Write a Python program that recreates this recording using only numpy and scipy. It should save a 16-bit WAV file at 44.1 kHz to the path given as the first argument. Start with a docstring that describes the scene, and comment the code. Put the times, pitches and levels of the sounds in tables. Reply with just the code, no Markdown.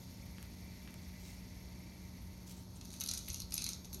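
"""A fidget spinner whirs on a parquet floor, balls ticking in its bearing, over a quiet room's mains hum.
The wood snaps and thuds a few times under shifting feet. A cat swishes a paw over the spinner
and slows it, then bats it about: the rim squeaks, the plastic frame chatters and scrapes over
the wood, and each knock sets the metal weights ringing faintly."""
import sys
import numpy as np
from scipy import signal
from scipy.fft import rfft, irfft
from scipy.io import wavfile

SR = 44100
rng = np.random.default_rng(int(sys.argv[2]) if len(sys.argv) > 2 else 0)


def put_to_file(sound):
    """Save the sound as 16-bit audio at rate SR, in the file named by the first command-line argument."""
    columns = np.atleast_2d(sound).T  # one column per channel
    safe = np.clip(columns, -1, 1)
    whole_steps = np.round(safe * 32767)
    wavfile.write(sys.argv[1], SR, whole_steps.astype(np.int16))


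N = 176400
TIME = np.arange(N) / SR
CUTOFF_HZ = 15900


def from_db(db):
    """Decibels to gain."""
    return 10 ** (np.asarray(db) / 20)


def rms_one(x):
    """Scale to rms 1."""
    return x / np.sqrt(np.mean(x ** 2) + 1e-20)


def fader(curve):
    """Gain over time from (time [s], level [dB]) points."""
    return from_db(np.interp(TIME, *np.transpose(curve)))


def swell(s, half):
    """A bell-shaped rise and fall around time s."""
    return np.exp(-np.minimum(((TIME - s) / half) ** 2 / 2, 40))


def cut(x, hz, kind, order=2):
    """Low-, high- or band-pass, gentle by default."""
    return signal.sosfilt(signal.butter(order, hz, kind, fs=SR, output="sos"), x + 1e-18)


def colour(x, points):
    """Minimum-phase EQ from (frequency [Hz], level [dB]) points; white noise keeps its power."""
    hz, db = np.transpose(points)
    bins_hz = np.arange(N + 1) * SR / (2 * N)
    gain = rms_one(from_db(np.interp(np.log(bins_hz + 1), np.log(hz), db)))
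    cepstrum = irfft(np.log(gain))
    cepstrum[1:N] *= 2
    cepstrum[N + 1:] = 0
    return irfft(rfft(x, 2 * N) * np.exp(rfft(cepstrum)))[:N]


def grains(per_s, spread_db):
    """Random tiny contacts of uneven size; rms 1."""
    sizes = from_db(spread_db * np.minimum(rng.exponential(1, N), 4)) * rng.choice([-1, 1], N)
    return rms_one(sizes * (rng.random(N) < per_s / SR))


def drift(hz):
    """A random wobble at rates up to about hz; rms 1."""
    return rms_one(cut(rng.standard_normal(2 * N), hz, "low")[N:])


def ring(x, hz, t60):
    """A mode: a unit click sets a sine of height 1 ringing."""
    r, w = np.exp(-np.log(1000) / (t60 * SR)), 2 * np.pi * hz / SR
    return signal.lfilter([0, np.sin(w)], [1, -2 * r * np.cos(w), r * r], x + 1e-18)


def resonance(x, hz, width):
    """A resonant band with gain 1 at its peak."""
    r, w = np.exp(-np.pi * width / SR), 2 * np.pi * hz / SR
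    return signal.lfilter([1, 0, -1], [1, -2 * r * np.cos(w), r * r], x) * (1 - r * r) / 2


# Fader ride of the whole whir: (time [s], level [dB])
WHIR_RIDE = [(0, -61), (.3, -63), (1.6, -64), (2.46, -65.5), (2.52, -65), (2.8, -68), (3.0, -64)]
# Extra ride on its low resonances: (time [s], level [dB])
LOW_WHIR_RIDE = [(0, -5), (.3, -1), (1.2, 1.5), (2.47, 0), (2.5, -7.5)]
# Broad resonances, the body of the whir: (frequency [Hz], width [Hz], relative level [dB])
WHIR_BANDS = [(2060, 360, 1), (3520, 510, -8.5), (4420, 750, -6.5), (5440, 650, -4.5), (6650, 310, -7.5),
              (9390, 104, -6), (11850, 830, -6)]
# Narrow resonances that sing in it: (frequency [Hz], level against the whir [dB])
SINGING_TONES = [(2003, -14.5), (2143, -21), (2245, -20.5), (2336, -13), (2673, -19), (4535, -13),
                 (4686, -20.5), (5491, -18.5)]


def bearing(flutter_db=1.66, flutter_hz=28.2, tone_width_hz=13.3, low_below_hz=3000):
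    """Balls tick densely in their race, exciting a fluttering whir and thin, wavering tones."""
    def excited(hz, width):
        ringing = rms_one(resonance(grains(per_s=5000, spread_db=2.0), hz, width))
        return ringing * (fader(LOW_WHIR_RIDE) if hz < low_below_hz else 1)
    whir = 0
    for hz, width, db in WHIR_BANDS:
        fluttering_gain = from_db(db + flutter_db * drift(flutter_hz))
        whir += fluttering_gain * np.sqrt(width) * excited(hz, width)
    tones = sum(from_db(db) * excited(hz, tone_width_hz) for hz, db in SINGING_TONES)
    return fader(WHIR_RIDE) * (rms_one(cut(whir, 1800, "high")) + tones)


# Hum of appliances: (frequency [Hz], rms level [dB])
HUM_TONES = [(59.2, -61.5), (118.4, -64), (182.6, -57), (236.9, -68.5), (549.1, -83.5), (609, -77.5),
             (913.5, -76.5)]
# EQ of the room's rumble and of the microphone's hiss: (frequency [Hz], relative level [dB])
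RUMBLE_EQ = [(20, -35.5), (35, -10.5), (55, -0.5), (85, 1.5), (140, -7.5), (260, -9.5), (480, -22),
             (950, -25.5), (1300, -31.5), (8000, -58.5)]
HISS_EQ = [(800, -12), (2000, 3.5), (2900, 1), (4400, 18), (5300, -9), (6400, -18), (7600, -3), (8700, -27),
           (9350, 13), (10300, -28), (11300, 20.5), (12500, -22), (16000, -13)]


def background(waver_rad=0.11, rumble_db=-53, hiss_db=-73.5):
    """Appliances hum with a slight waver over a bed of room rumble and microphone hiss."""
    hum = 0
    for hz, db in HUM_TONES:
        phase = 2 * np.pi * (hz * TIME + rng.random()) + waver_rad * drift(hz=3.6)
        hum += from_db(db) * np.sqrt(2) * np.sin(phase)
    rumble, hiss = rng.standard_normal((2, N))
    return hum + from_db(rumble_db) * colour(rumble, RUMBLE_EQ) + from_db(hiss_db) * colour(hiss, HISS_EQ)


# Voice of the plastic frame, scraped or struck: (frequency [Hz], relative level [dB])
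FRAME_EQ = [(300, -39), (900, -20.5), (1280, -14.5), (1750, -27.5), (2560, -11), (2950, -16.5), (4200, 4),
            (5100, -1.5), (6300, 8.5), (7700, -10.5), (9400, -1), (10400, -9.5), (11400, 0.5),
            (12500, -14.5), (13800, -14), (16000, -28)]
# Fader ride of the scrape, faint from the start, surging among the knocks: (time [s], level [dB])
SCRAPE_RIDE = [(2.79, -70), (2.88, -61), (2.93, -55.5), (2.98, -57.5), (3.02, -63), (3.15, -49),
               (3.22, -59), (3.33, -55), (3.41, -54), (3.48, -86), (3.53, -52.5), (3.66, -51.5),
               (3.73, -55), (3.8, -74), (3.91, -86), (3.94, -53), (4.0, -78)]


def scrape():
    """The frame slides over grit in a stream of tiny contacts."""
    return fader(SCRAPE_RIDE) * colour(grains(per_s=2200, spread_db=4.5), FRAME_EQ)


# Parquet snaps, levels ahead of the band filters: (time [s], wood level [dB], crack level [dB])
FLOOR_SNAPS = [(.3835, -21.5, -36), (0.4279, -24, -25.5), (0.8761, -21, -45), (.9418, -26.5, -29.5),
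               (2.496, -35, -31)]


def floor_ticks(wood_hz=(1160, 3320), crack_hz=(6000, 14000), reverb_send=0.55):
    """Each tick of the parquet is one snap: a woody click with a thin crack on top."""
    times, wood_db, crack_db = np.transpose(FLOOR_SNAPS)
    ticks = 0
    for db, edges in ((wood_db, wood_hz), (crack_db, crack_hz)):
        snaps = np.zeros(N)
        snaps[(times * SR).astype(int)] = from_db(db)
        ticks += cut(snaps, edges, "band", order=3)
    return ticks + reverb_send * reverb(ticks)


# Soft thuds of feet and paws: (time [s], level [dB], pitch [Hz])
THUDS = [(0.518, -47, 63), (3.298, -37, 79.4), (3.437, -40.5, 67), (3.954, -56, 379)]


def footfalls(rise_s=0.0083):
    """Soft steps give the floor a few slow swings."""
    out = 0
    for s, db, hz in THUDS:
        age = np.maximum(TIME - s, 0)
        envelope = age / rise_s * np.exp(1 - age / rise_s)
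        out += from_db(db) * envelope * np.sin(2 * np.pi * hz * age)
    return out


# Paws brushing past: (time [s], half length [s], level [dB])
PAW_STROKES = [(1.034, 0.018, -68), (1.276, 0.063, -63), (2.475, 0.0055, -55), (2.508, .016, -60.5),
               (2.574, 0.036, -64.5), (2.768, 0.015, -65.5)]
# EQ of their rub: (frequency [Hz], relative level [dB])
PAW_EQ = [(1000, -6), (3000, 1), (6500, 7.5), (9800, -1), (12500, -1), (16000, -4.5)]


def paw_swishes(centre_hz=7700, sweep_octaves=0.4, band_db=-4.5):
    """Paws rub over floor and rim; a noise band in each swish rises as the stroke speeds up."""
    rub = colour(grains(per_s=2200, spread_db=4.0), PAW_EQ)
    band_noise = from_db(band_db) * drift(hz=780)
    out = 0
    for s, half, db in PAW_STROKES:
        hz = centre_hz * 2 ** (sweep_octaves * np.tanh((TIME - s) / half))
        rising_band = band_noise * np.sin(2 * np.pi * np.cumsum(hz) / SR)
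        out += from_db(db) * swell(s, half) * (rub + rising_band)
    return out


# Chirps of the dragging rim: (time [s], half length [s], pitch [Hz], level [dB])
RIM_SQUEAKS = [(1.255, 0.014, 3750, -70), (2.76, .005, 9000, -62), (3.092, 0.0055, 5700, -42),
               (3.332, 0.0018, 11200, -44), (3.533, 0.0013, 11400, -49), (3.542, 0.0015, 11300, -33),
               (3.5555, 0.0014, 11600, -43), (3.652, 0.02, 4230, -48), (3.937, 0.0012, 11400, -44)]


def squeaks(rough_rad=0.8, rough_hz=270):
    """The rim sticks and slips, singing in short rough tones."""
    out = 0
    for s, half, hz, db in RIM_SQUEAKS:
        phase = 2 * np.pi * hz * TIME + rough_rad * drift(rough_hz)
        out += from_db(db) * swell(s, half) * np.sqrt(2) * np.sin(phase)
    return out


# The spinner hits the floor, levels ahead of the trim:
# (time [s], body level [dB], middle level [dB], treble level [dB])
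FRAME_HITS = [(2.813, -57.5, -52, -61), (2.85, -73, -57, -61), (2.855, -65, -54, -56),
              (2.9052, -63, -58, -59), (2.932, -70, -52.5, -59), (2.9404, -57.5, -59, -55),
              (3.0015, -72, -46, -49), (3.009, -55, -39, -39), (3.0151, -49, -39.5, -48),
              (3.0386, -74, -40.5, -42.5), (3.062, -57, -42.5, -43), (3.076, -63, -45, -45),
              (3.0884, -63, -35.5, -49), (3.091, -55, -41, -44), (3.1133, -54, -35, -42.5),
              (3.1375, -54.5, -40.5, -39.5), (3.1756, -55, -39.5, -56), (3.1806, -68, -50, -45),
              (3.1912, -77, -48, -55), (3.2819, -50, -51, -60), (3.286, -58, -61, -42.5),
              (3.3025, -66, -39, -52), (3.345, -56, -39.5, -44.5), (3.403, -58, -41.5, -45.5),
              (3.4198, -79, -43, -53), (3.5083, -75, -54, -58), (3.5229, -52, -41.5, -48),
              (3.542, -68, -38.5, -40), (3.567, -59, -55, -51), (3.5797, -45, -35, -38.5),
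              (3.6216, -51, -40, -44.5), (3.6423, -74, -36.5, -40), (3.6651, -47, -38.5, -42),
              (3.6905, -71, -37.5, -42.5), (3.7032, -57, -53, -62), (3.7337, -74, -41, -59),
              (3.8474, -62.5, -52, -61), (3.855, -69, -52.5, -57), (3.9306, -58, -48.5, -53),
              (3.944, -68, -59.5, -56), (3.9463, -71, -47, -47)]


def knocks(trim_db=-9.5, rise_s=0.00089, fall_s=0.0015, spot_gain=1.8, spot_width_hz=1260):
    """Each knock is a brief flurry of contacts on the frame; the spot hit favours a pitch per band."""
    contacts = colour(grains(per_s=13000, spread_db=2.5), FRAME_EQ)
    ranges_hz = [(900, 3205), (3205, 8700), (8700, CUTOFF_HZ)]
    bands = [cut(contacts, edges, "band", order=4) for edges in ranges_hz]
    offsets = np.arange(-SR // 100, SR // 50)
    envelope = np.exp(np.minimum(offsets / SR / rise_s, -offsets / SR / fall_s))
    out = np.zeros(N)
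    for s, *levels in FRAME_HITS:
        span = int(s * SR) + offsets
        for band, (low, high), db in zip(bands, ranges_hz, levels):
            flurry = band[span] * envelope
            spot = resonance(flurry, rng.uniform(low, high), spot_width_hz)
            out[span] += from_db(trim_db + db) * rms_one(flurry + spot_gain * spot)
    return out


# Modes of the weights and bearing: (frequency [Hz], level against the hit's middle [dB], t60 [s])
METAL_MODES = [(1325, -25, 0.058), (4070, -46, 0.41), (4050, -41, 0.55), (4288, -46, .45),
               (5830, -35, 0.52), (6240, -30, 0.45), (6500, -22, 0.49), (11330, -42, 0.15)]


def weights():
    """Every knock sets the metal weights ringing faintly."""
    times, _, middle_db, _ = np.transpose(FRAME_HITS)
    out = 0
    for hz, mode_db, t60 in METAL_MODES:
        blows = np.zeros(N)
        blows[(times * SR).astype(int)] = from_db(middle_db + mode_db) * rng.choice([-1, 1], len(times))
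        out += ring(blows, hz, t60)
    return out


def reverb(x, wet_db=-4, low_t60_s=0.29, treble_t60_s=0.2, crossover_hz=4700, treble_db=-8):
    """The room's reflections alone: a short diffuse tail whose treble dies sooner."""
    t = TIME[:SR]
    low, high = rng.standard_normal((2, SR)) * (1 - np.exp(-t / 0.0015))
    low = cut(cut(low, crossover_hz, "low"), crossover_hz, "low") * from_db(-60 * t / low_t60_s)
    high = cut(high, crossover_hz, "high") * from_db(treble_db - 60 * t / treble_t60_s)
    response = from_db(wet_db) * rms_one(low + high) / np.sqrt(SR)
    return signal.fftconvolve(x, response)[:N]


def scene():
    """The mono mix: the cat's play with its reverb, plus floor, whir and background."""
    play = scrape() + knocks() + weights() + squeaks() + paw_swishes()
    return (play + reverb(play) + floor_ticks() + bearing() + footfalls() + background())[None]


def record(dry):
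    """A steep low-pass takes the very top off the mix."""
    return signal.sosfilt(signal.ellip(12, .1, 80, CUTOFF_HZ, fs=SR, output="sos"), dry)


dry = scene()
out = record(dry)
put_to_file(out)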